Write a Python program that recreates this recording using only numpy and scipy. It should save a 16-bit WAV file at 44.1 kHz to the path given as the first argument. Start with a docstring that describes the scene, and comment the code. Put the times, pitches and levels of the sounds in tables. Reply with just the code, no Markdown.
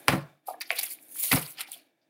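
"""A hand leafs through a sheaf of paper on a desk: the sliding sheets are crackling friction noise.
Twice the sheaf slaps down in a quick run of blows, whose push and rebound excite the desk's modes.
Snapping folds and low thumps are short wavelets, creases are crack trains ringing a patch of sheet.
A thumb knocks the pile, a hollow set of modes; a furnished room adds its hum and a short reverberation.
A nearby microphone picks it all up."""
import sys
import numpy as np
from scipy import signal
from scipy.io import wavfile
from scipy.ndimage import uniform_filter1d

SR = 44100
rng = np.random.default_rng(int(sys.argv[2]) if len(sys.argv) > 2 else 0)


def boost_factor(decibels):
    """Convert a level in decibels to a linear amplitude factor."""
    exponent = np.asarray(decibels, float) / 20
    return 10 ** exponent


def output_pcm(signal):
    """Save a mono or channel-first signal as 16-bit PCM at the path in sys.argv[1].

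    Samples are clipped to [-1, 1] before scaling.
    """
    pcm = np.clip(np.atleast_2d(signal).T, -1, 1) * 32767
    wavfile.write(sys.argv[1], SR, np.round(pcm).astype(np.int16))


N = 92257  # length in samples


def evened(x):
    """Normalisation: scales a signal to unit rms."""
    return x / np.sqrt(np.mean(x ** 2) + 1e-20)


def read(points, hz):
    """Interpolation of a (f/Hz, value) curve on a logarithmic frequency axis."""
    f, value = np.transpose(points)
    return np.interp(np.log(hz + 1), np.log(f + 1), value)


def add(mix, s, sound):
    """Superposition: adds a sound to the mix from s seconds on."""
    part = mix[round(s * SR):][:len(sound)]
    part += sound[:len(part)]


def low_cut(x, hz):
    """Second-order high-pass: attenuates what lies below hz."""
    return signal.sosfilt(signal.butter(2, hz, "high", fs=SR, output="sos"), x)


def colour(x, points):
    """Minimum-phase filtering: the Hilbert transform of the log gain gives a causal response."""
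    hz = abs(np.fft.fftfreq(4096, 1 / SR))
    log_gain = np.log(boost_factor(np.maximum(read(points, hz), -90)))
    spectrum = np.exp(np.conj(signal.hilbert(log_gain)))
    taps = np.fft.ifft(spectrum).real[:2048]
    return signal.oaconvolve(x, taps / np.linalg.norm(taps))[:len(x)]


def crackle():
    """Impulsive noise: clumped tiny cracks of random size over a hiss."""
    cracks_per_s, spread_db, hiss_share = 6000, 3.8, 0.42
    clump_db, clump_s = 1.9, 0.006
    struck = rng.random(N) < cracks_per_s / SR
    size = boost_factor(spread_db * np.minimum(rng.exponential(1, N), 5)) * struck
    cracks = evened(size * rng.choice([-1., 1.], N))
    x = (1 - hiss_share) * cracks + hiss_share * rng.standard_normal(N)
    width = round(clump_s * SR)
    clumps = uniform_filter1d(uniform_filter1d(rng.standard_normal(N), width), width)
    return evened(x * boost_factor(clump_db * evened(clumps)))


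def patchy(x):
    """Time-varying filtering: the colour changes in random patches as other parts of the sheet bend."""
    patch_db, patch_hz, patch_s = 2.5, 500, 0.012
    z = signal.stft(x, nperseg=256, noverlap=192)[2]
    bins = max(1, round(patch_hz * 256 / SR))
    frames = max(1, round(patch_s * SR / 64))
    field = rng.standard_normal(z.shape)
    for _ in range(2):
        field = uniform_filter1d(uniform_filter1d(field, bins, 0), frames, 1)
    shaded = z * boost_factor(patch_db * evened(field))
    return evened(signal.istft(shaded, nperseg=256, noverlap=192)[1][:len(x)])


def sliding():
    """Friction and bending: rubbing fizz and the duller rattle of flexing follow the hand."""
    # motion of the hand: t/s, rubbing level/dB, flexing relative to rubbing/dB
    strokes = [(0, -57, -16), (0.051, -61.5, -23), (0.073, -60, -12), (.083, -30, 2), (.096, -46, 8),
               (0.165, -50.5, -1.5), (.216, -70.5, 15.5), (.3, -89, -2), (0.451, -92, -6.5),
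               (0.464, -57.5, -15), (.478, -47, -12.5), (.522, -52.5, -9.5), (.538, -61, -5.5),
               (.594, -84, -5), (.604, -74, -5), (0.609, -47, -4), (0.617, -35, -4.5), (0.625, -53, 7.5),
               (.646, -64, 7.5), (.656, -71.5, 19.5), (0.675, -58, -10.5), (0.704, -53, 6.5),
               (0.712, -48, 8.5), (0.715, -40, -2.5), (.74, -52, 1.5), (0.755, -45, -7),
               (.762, -36.5, -4.5), (.776, -42, -0.5), (0.785, -43, -1), (0.788, -25.5, -7), (.8, -29, -6),
               (.806, -47, 0.5), (.811, -34, -8), (0.829, -40.5, -9), (0.83, -28, -18.5),
               (.842, -26.5, -14), (0.846, -36.5, -12), (.868, -36.5, -12), (.888, -46.5, -5.5),
               (.912, -34.5, -26), (0.934, -39, -16), (.95, -48.5, -12.5), (.976, -60.5, -6),
               (.994, -66.5, 4), (1.026, -50.5, -31), (1.075, -56, -17), (1.138, -43, -26),
               (1.18, -37, -15.5), (1.19, -32, -17), (1.226, -30.5, -15.5), (1.236, -26.5, -16.5),
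               (1.29, -29.5, -14), (1.313, -31, -9.5), (1.318, -25.5, 0), (1.337, -24, -8.5),
               (1.446, -45, -6), (1.46, -46, -2.5), (1.518, -46, -15), (1.56, -64.5, 4.5), (1.589, -56, 13),
               (1.594, -47.5, 4), (1.601, -47, 4.5), (1.61, -33.5, -1), (1.624, -47, 0), (1.626, -52.5, 5),
               (1.635, -51, -2.5), (1.658, -78.5, 15.5), (1.678, -55.5, 2), (1.71, -57, 1),
               (1.719, -42.5, -10.5), (1.745, -44, -7.5), (1.751, -52, -3), (1.919, -100, 15.5)]
    # spectrum of an edge rubbing on a face: f/Hz, level/dB
    rub_spectrum = [(1500, -34), (2300, -25.5), (4700, -21.5), (6500, -13), (8200, -10.5), (9000, -3.5),
                    (11000, 0), (14000, -4), (15600, -3.5), (15950, -43)]
    # spectrum of the bending sheet: f/Hz, level/dB
    flex_spectrum = [(400, -36), (900, -4), (1700, -4), (2300, 8), (3300, 5), (4600, 5.5), (6000, -6),
                     (9000, -13)]
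    t = np.arange(N) / SR
    rub = patchy(colour(crackle(), rub_spectrum))
    flex = patchy(colour(crackle(), flex_spectrum))
    s, rub_db, flex_db = np.transpose(strokes)
    level = boost_factor(np.interp(t, s, rub_db, right=-120))
    return level * (rub + boost_factor(np.interp(t, s, flex_db)) * flex)


def air():
    """Stationary noise under a changing level: coloured room hum with narrow-band, fuzzy tones."""
    # spectrum of the hum: f/Hz, level/dB
    hum_spectrum = [(30, -28), (70, -28.5), (100, -17.5), (140, -10), (200, -11.5), (310, 2.5), (400, -8.5),
                    (700, -5), (1100, -20.5), (1700, -17), (2400, -17.5), (4000, -24), (7000, -29.5),
                    (16000, -29.5)]
    # course of the hum: t/s, level/dB
    hum_level = [(0, -55), (.3, -61), (.42, -79), (.5, -64.5), (1.0, -65), (1.3, -63.5), (1.8, -66.5),
                 (1.951, -76.5), (2.09, -75)]
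    # faint tones: f/Hz, bandwidth/Hz, level against the hum/dB
    whines = [(1690, 110, -12.5), (2300, 74, -12.5), (3600, 120, -15.5)]
    s, db = np.transpose(hum_level)
    hum = colour(rng.standard_normal(N), hum_spectrum)
    for hz, width_hz, tone_db in whines:
        b, a = signal.iirpeak(hz, hz / width_hz, SR)
        tone = evened(signal.lfilter(b, a, rng.standard_normal(N)))
        hum = hum + boost_factor(tone_db) * tone
    return boost_factor(np.interp(np.arange(N) / SR, s, db)) * hum


def room(x):
    """Reverberation: sparse taps of random sign, each band decaying with its own t60."""
    # decay of the room: f/Hz, t60/s
    decay = [(100, 0.25), (400, 0.23), (800, 0.34), (1500, 0.36), (4000, 0.093), (10000, 0.23)]
    delay_s, spacing = 0.0054, 20  # one tap in every 20 samples
    taps = np.zeros(SR // 2)
    at = np.arange(round(delay_s * SR), SR // 2 - spacing, spacing)
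    taps[at + rng.integers(0, spacing, len(at))] = rng.choice([-1., 1.], len(at))
    hz, t, z = signal.stft(taps, SR, nperseg=256)
    damped = z * boost_factor(-60 * t / read(decay, hz)[:, None])
    tail = signal.istft(damped, SR, nperseg=256)[1]
    return signal.fftconvolve(x, tail / np.linalg.norm(tail))[:N]


def ring(modes, seconds, waver=0):
    """Modal synthesis: decaying sines, their amplitudes modulated by slow noise of rms depth waver."""
    t = np.arange(round(seconds * SR)) / SR
    noise = rng.standard_normal((len(modes), len(t)))
    slow = uniform_filter1d(noise, 900, axis=1) * 30  # back to about unit rms
    out = np.zeros(len(t))
    for (hz, db, t60), w in zip(modes, slow):
        out += boost_factor(db - 60 * t / t60) * (1 + waver * w) * np.sin(2 * np.pi * hz * t)
    return out


def slaps():
    """Impact excitation: a noise burst as sheets land; push and rebound ring the desk modes."""
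    # blows of the sheaf on the desk: t/s, crack level/dB, thud level/dB, crack decay time/s
    blows = [(0.075, -40.5, -44, 0.012), (0.0832, -16.5, -18.5, 0.0086), (0.091, -27.5, -14.5, 0.018),
             (0.119, -25, -17, 0.025), (.134, -39.5, -10.5, 0.019), (1.3153, -28, -29, 0.025),
             (1.328, -17.5, -16.5, 0.0057), (1.34, -30, -18, 0.0067), (1.361, -28, -27, 0.02)]
    # spectrum of the crack: f/Hz, level/dB
    crack_spectrum = [(100, -29.5), (250, -9), (500, 10.5), (850, 7), (1500, 4), (2200, 4.5), (3400, -6),
                      (4500, -9), (6500, -17), (9500, -13.5), (15600, -18.5), (16000, -40.5)]
    # modes of the desk: f/Hz, level/dB, t60/s
    desk = [(130, -13, 0.24), (144.45, -8, 0.25), (190, -13, .15), (262, -8, .13), (308.4, -9.5, 0.12),
            (321.7, -9, 0.16), (427, -15.5, 0.19), (553.5, -12.5, 0.23), (638, -16, 0.33), (735, -17, 0.23),
            (854, -18, 0.18), (975, -22.5, 0.11), (1110, -19, .15), (1300, -20.5, .12)]
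    thud_s, spill_cut_hz = 0.0012, 101
    crack, push, t = np.zeros(N), np.zeros(N), np.arange(3000) / SR
    bursts = crackle()[:len(blows) * 3000].reshape(len(blows), 3000)
    pulse = (1 - t / thud_s) * np.exp(-t / thud_s) / (thud_s * SR)
    for (s, crack_db, thud_db, length), burst in zip(blows, bursts):
        add(crack, s, boost_factor(crack_db) * burst * np.exp(-t / length))
        add(push, s, boost_factor(thud_db) * pulse)
    boom = signal.oaconvolve(push, ring(desk, .6, waver=1.0))[:N]
    # the low cut removes the low-frequency spill of the abruptly starting sines
    return colour(crack, crack_spectrum) + low_cut(boom, spill_cut_hz)


def pops(rows):
    """Damped oscillation: a few cycles swell at once and die; the envelope peaks after cycles / 3."""
    out, t = np.zeros(N), np.arange(5000) / SR
    for s, db, hz, cycles in rows:
        u = t * hz / cycles * 3
        add(out, s, boost_factor(db) * np.e * u * np.exp(-u) * np.sin(2 * np.pi * hz * t))
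    return out


def snaps():
    """Sudden release: each snapping fold rings for a few cycles."""
    # snapping folds: t/s, envelope peak level/dB, f/Hz, cycles of ringing
    folds = [(0.0826, -0.5, 1876, 0.9), (0.0831, -13.5, 3466, 1.2), (0.0835, -10.5, 4900, 3.4),
             (0.0826, -7.5, 9420, 2.5), (0.082, -17, 14000, 2.5), (0.0884, -20, 2990, 1.5),
             (1.3309, -16.5, 1310, 1.85), (0.6037, -28.5, 12900, 4.5), (0.7052, -10, 2250, 2.8),
             (0.7054, -23.5, 1380, 2.2), (0.7044, -27, 3400, 2), (0.79, -17.5, 11100, 2),
             (0.8341, -19.5, 12040, 3), (0.7046, -24, 4600, 4.5), (0.7146, -20, 2300, 3.3),
             (1.3142, -19.5, 2030, 11), (1.32, -20.5, 2610, 1.9), (1.607, -26, 9100, 7.5),
             (1.612, -26, 9470, 6.1), (0.913, -22, 11000, 4.6), (.9875, -47, 2360, 3.4),
             (1.158, -40, 1500, 1.4), (1.2387, -10, 10660, 1.2), (1.2378, -27.5, 3600, 2.2),
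             (1.244, -19, 10400, 1.7), (1.329, -13, 1900, 1.8), (1.464, -31.5, 4600, 5.1),
             (1.6076, -19, 2900, 1.1), (1.608, -28, 4800, 2.9), (1.6126, -25, 2600, 2.7),
             (1.686, -46, 1780, 1.3), (1.7184, -21, 9200, 6.1), (1.7178, -32.5, 15540, 3.5)]
    return pops(folds)


def thumps():
    """Damped low cycles under the slaps: squeezed air and the short, dull body of the second slap."""
    # low thumps: t/s, envelope peak level/dB, f/Hz, cycles
    low_bodies = [(.085, -34, 75, 1.5), (1.341, -19, 128, 2.6), (1.33, -31, 70, 1.8), (1.329, -22, 265, 6)]
    return pops(low_bodies)


def crunches():
    """Resonant filtering: a short run of cracks rings one patch of a creasing sheet."""
    # creases: t/s, level/dB, centre f/Hz, length of the run/s
    creases = [(0.467, -58, 4800, 0.059), (0.472, -43, 11600, 0.023), (0.534, -54.5, 1730, 0.02),
               (.608, -33.5, 4700, 0.02), (.607, -42, 2340, 0.022), (0.611, -37.5, 2200, 0.012),
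               (0.614, -37, 5600, 0.012), (0.706, -29, 2500, 0.011), (0.78, -34, 4300, 0.01),
               (0.722, -38.5, 2670, 0.025), (0.783, -36.5, 4640, 0.023), (0.62, -41, 2000, 0.01),
               (0.827, -39, 2180, 0.031), (0.78, -40, 2410, 0.023), (.466, -52, 12000, 0.015),
               (0.654, -55, 4800, 0.046), (0.86, -44, 4400, 0.016), (0.752, -39, 2540, 0.024),
               (0.833, -37, 2600, 0.014), (0.812, -44.5, 5100, 0.021), (0.896, -51.5, 2290, 0.047),
               (0.893, -48, 4700, 0.05), (1.191, -45.5, 2000, 0.005), (1.466, -53.5, 2300, 0.043),
               (1.3142, -31, 2080, 0.015), (1.3145, -34, 4200, 0.009), (1.355, -33, 5200, 0.0218),
               (1.574, -51, 1870, 0.07), (1.582, -46, 3000, .055), (1.59, -49, 1400, 0.053),
               (1.628, -48, 2260, 0.052), (1.729, -45.5, 3310, 0.031), (2.015, -80, 4800, 0.053)]
    damping = 0.22  # decay bandwidth as a share of the centre frequency
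    out, grit, t = np.zeros(N), crackle(), np.arange(800) / SR
    for s, db, hz, length in creases:
        u = np.arange(round(length * SR)) / (length * SR)
        patch = t * np.exp(-np.pi * damping * hz * t) * np.sin(2 * np.pi * hz * t)
        run = grit[round(s * SR):][:len(u)] * np.sin(np.pi * u ** 0.35)  # rises fast, fades slowly
        add(out, s, boost_factor(db) * np.convolve(run, patch / np.linalg.norm(patch)))
    return out


def knocks():
    """Modal ringing with a pitch glide: the pile sounds hollow and falls in pitch as it settles."""
    # knocks of the thumb: t/s, level/dB, starting pitch as a ratio to the pile at rest
    touches = [(.475, -34, 1.08), (.4835, -14.5, 1.027), (.499, -28, 1.16), (.506, -24.5, 0.88),
               (.539, -26.5, 0.97), (.57, -46, 0.62), (.7042, -17.5, 0.92), (.722, -30, 0.68),
               (.762, -39, 0.66), (.79, -31, 1.1), (.832, -35, .95), (1.238, -36.5, 0.83),
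               (1.588, -37, 1.03), (1.6, -39, 1.06), (1.65, -46, 1.19), (1.685, -37.5, 1.07),
               (1.76, -43.5, 0.93)]
    # modes of the pile at rest: f/Hz, level/dB, t60/s
    pile = [(546, -20.5, 0.12), (591, 0.5, 0.04), (738.6, 10.5, 0.044), (791.4, -7, 0.15), (947, -6, 0.057),
            (1202, -5.5, 0.055)]
    rise_s, sag_per_s = 0.0011, 0.99  # sag: share of the starting pitch lost per second
    hollow = ring(pile, .2)
    out, t = np.zeros(N), np.arange(round(.12 * SR)) / SR
    rise = (1 - np.exp(-t / rise_s)) ** 2
    for s, db, pitch in touches:
        warped = pitch * (t - sag_per_s * t ** 2 / 2)
        bent = np.interp(warped, np.arange(len(hollow)) / SR, hollow)
        add(out, s, boost_factor(db) * rise * bent / abs(hollow).max())
    return out


def scene():
    """Superposition of direct sound, reverberation and room hum."""
    paper = low_cut(knocks() + snaps() + crunches(), 400)  # thin paper radiates little bass
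    blows = slaps() + thumps() + paper
    sheets = sliding()
    reverberation = room(blows + boost_factor(-23.5) * sheets)  # the sliding excites the room far less
    return (blows + sheets + boost_factor(-12.5) * reverberation + air())[None]


def roll_off(x):
    """The treble ends steeply here."""
    return signal.sosfilt(signal.butter(12, 16820, fs=SR, output="sos"), x)


def record(dry):
    """Band limitation: the low cut of the microphone, then the upper band limit of the link."""
    x = low_cut(dry, 70)
    band_limit = signal.firwin(255, 16700, window=("kaiser", 7), fs=SR)
    x = signal.oaconvolve(x, band_limit[None], "same")
    return roll_off(x)


dry = scene()
out = record(dry)
output_pcm(out)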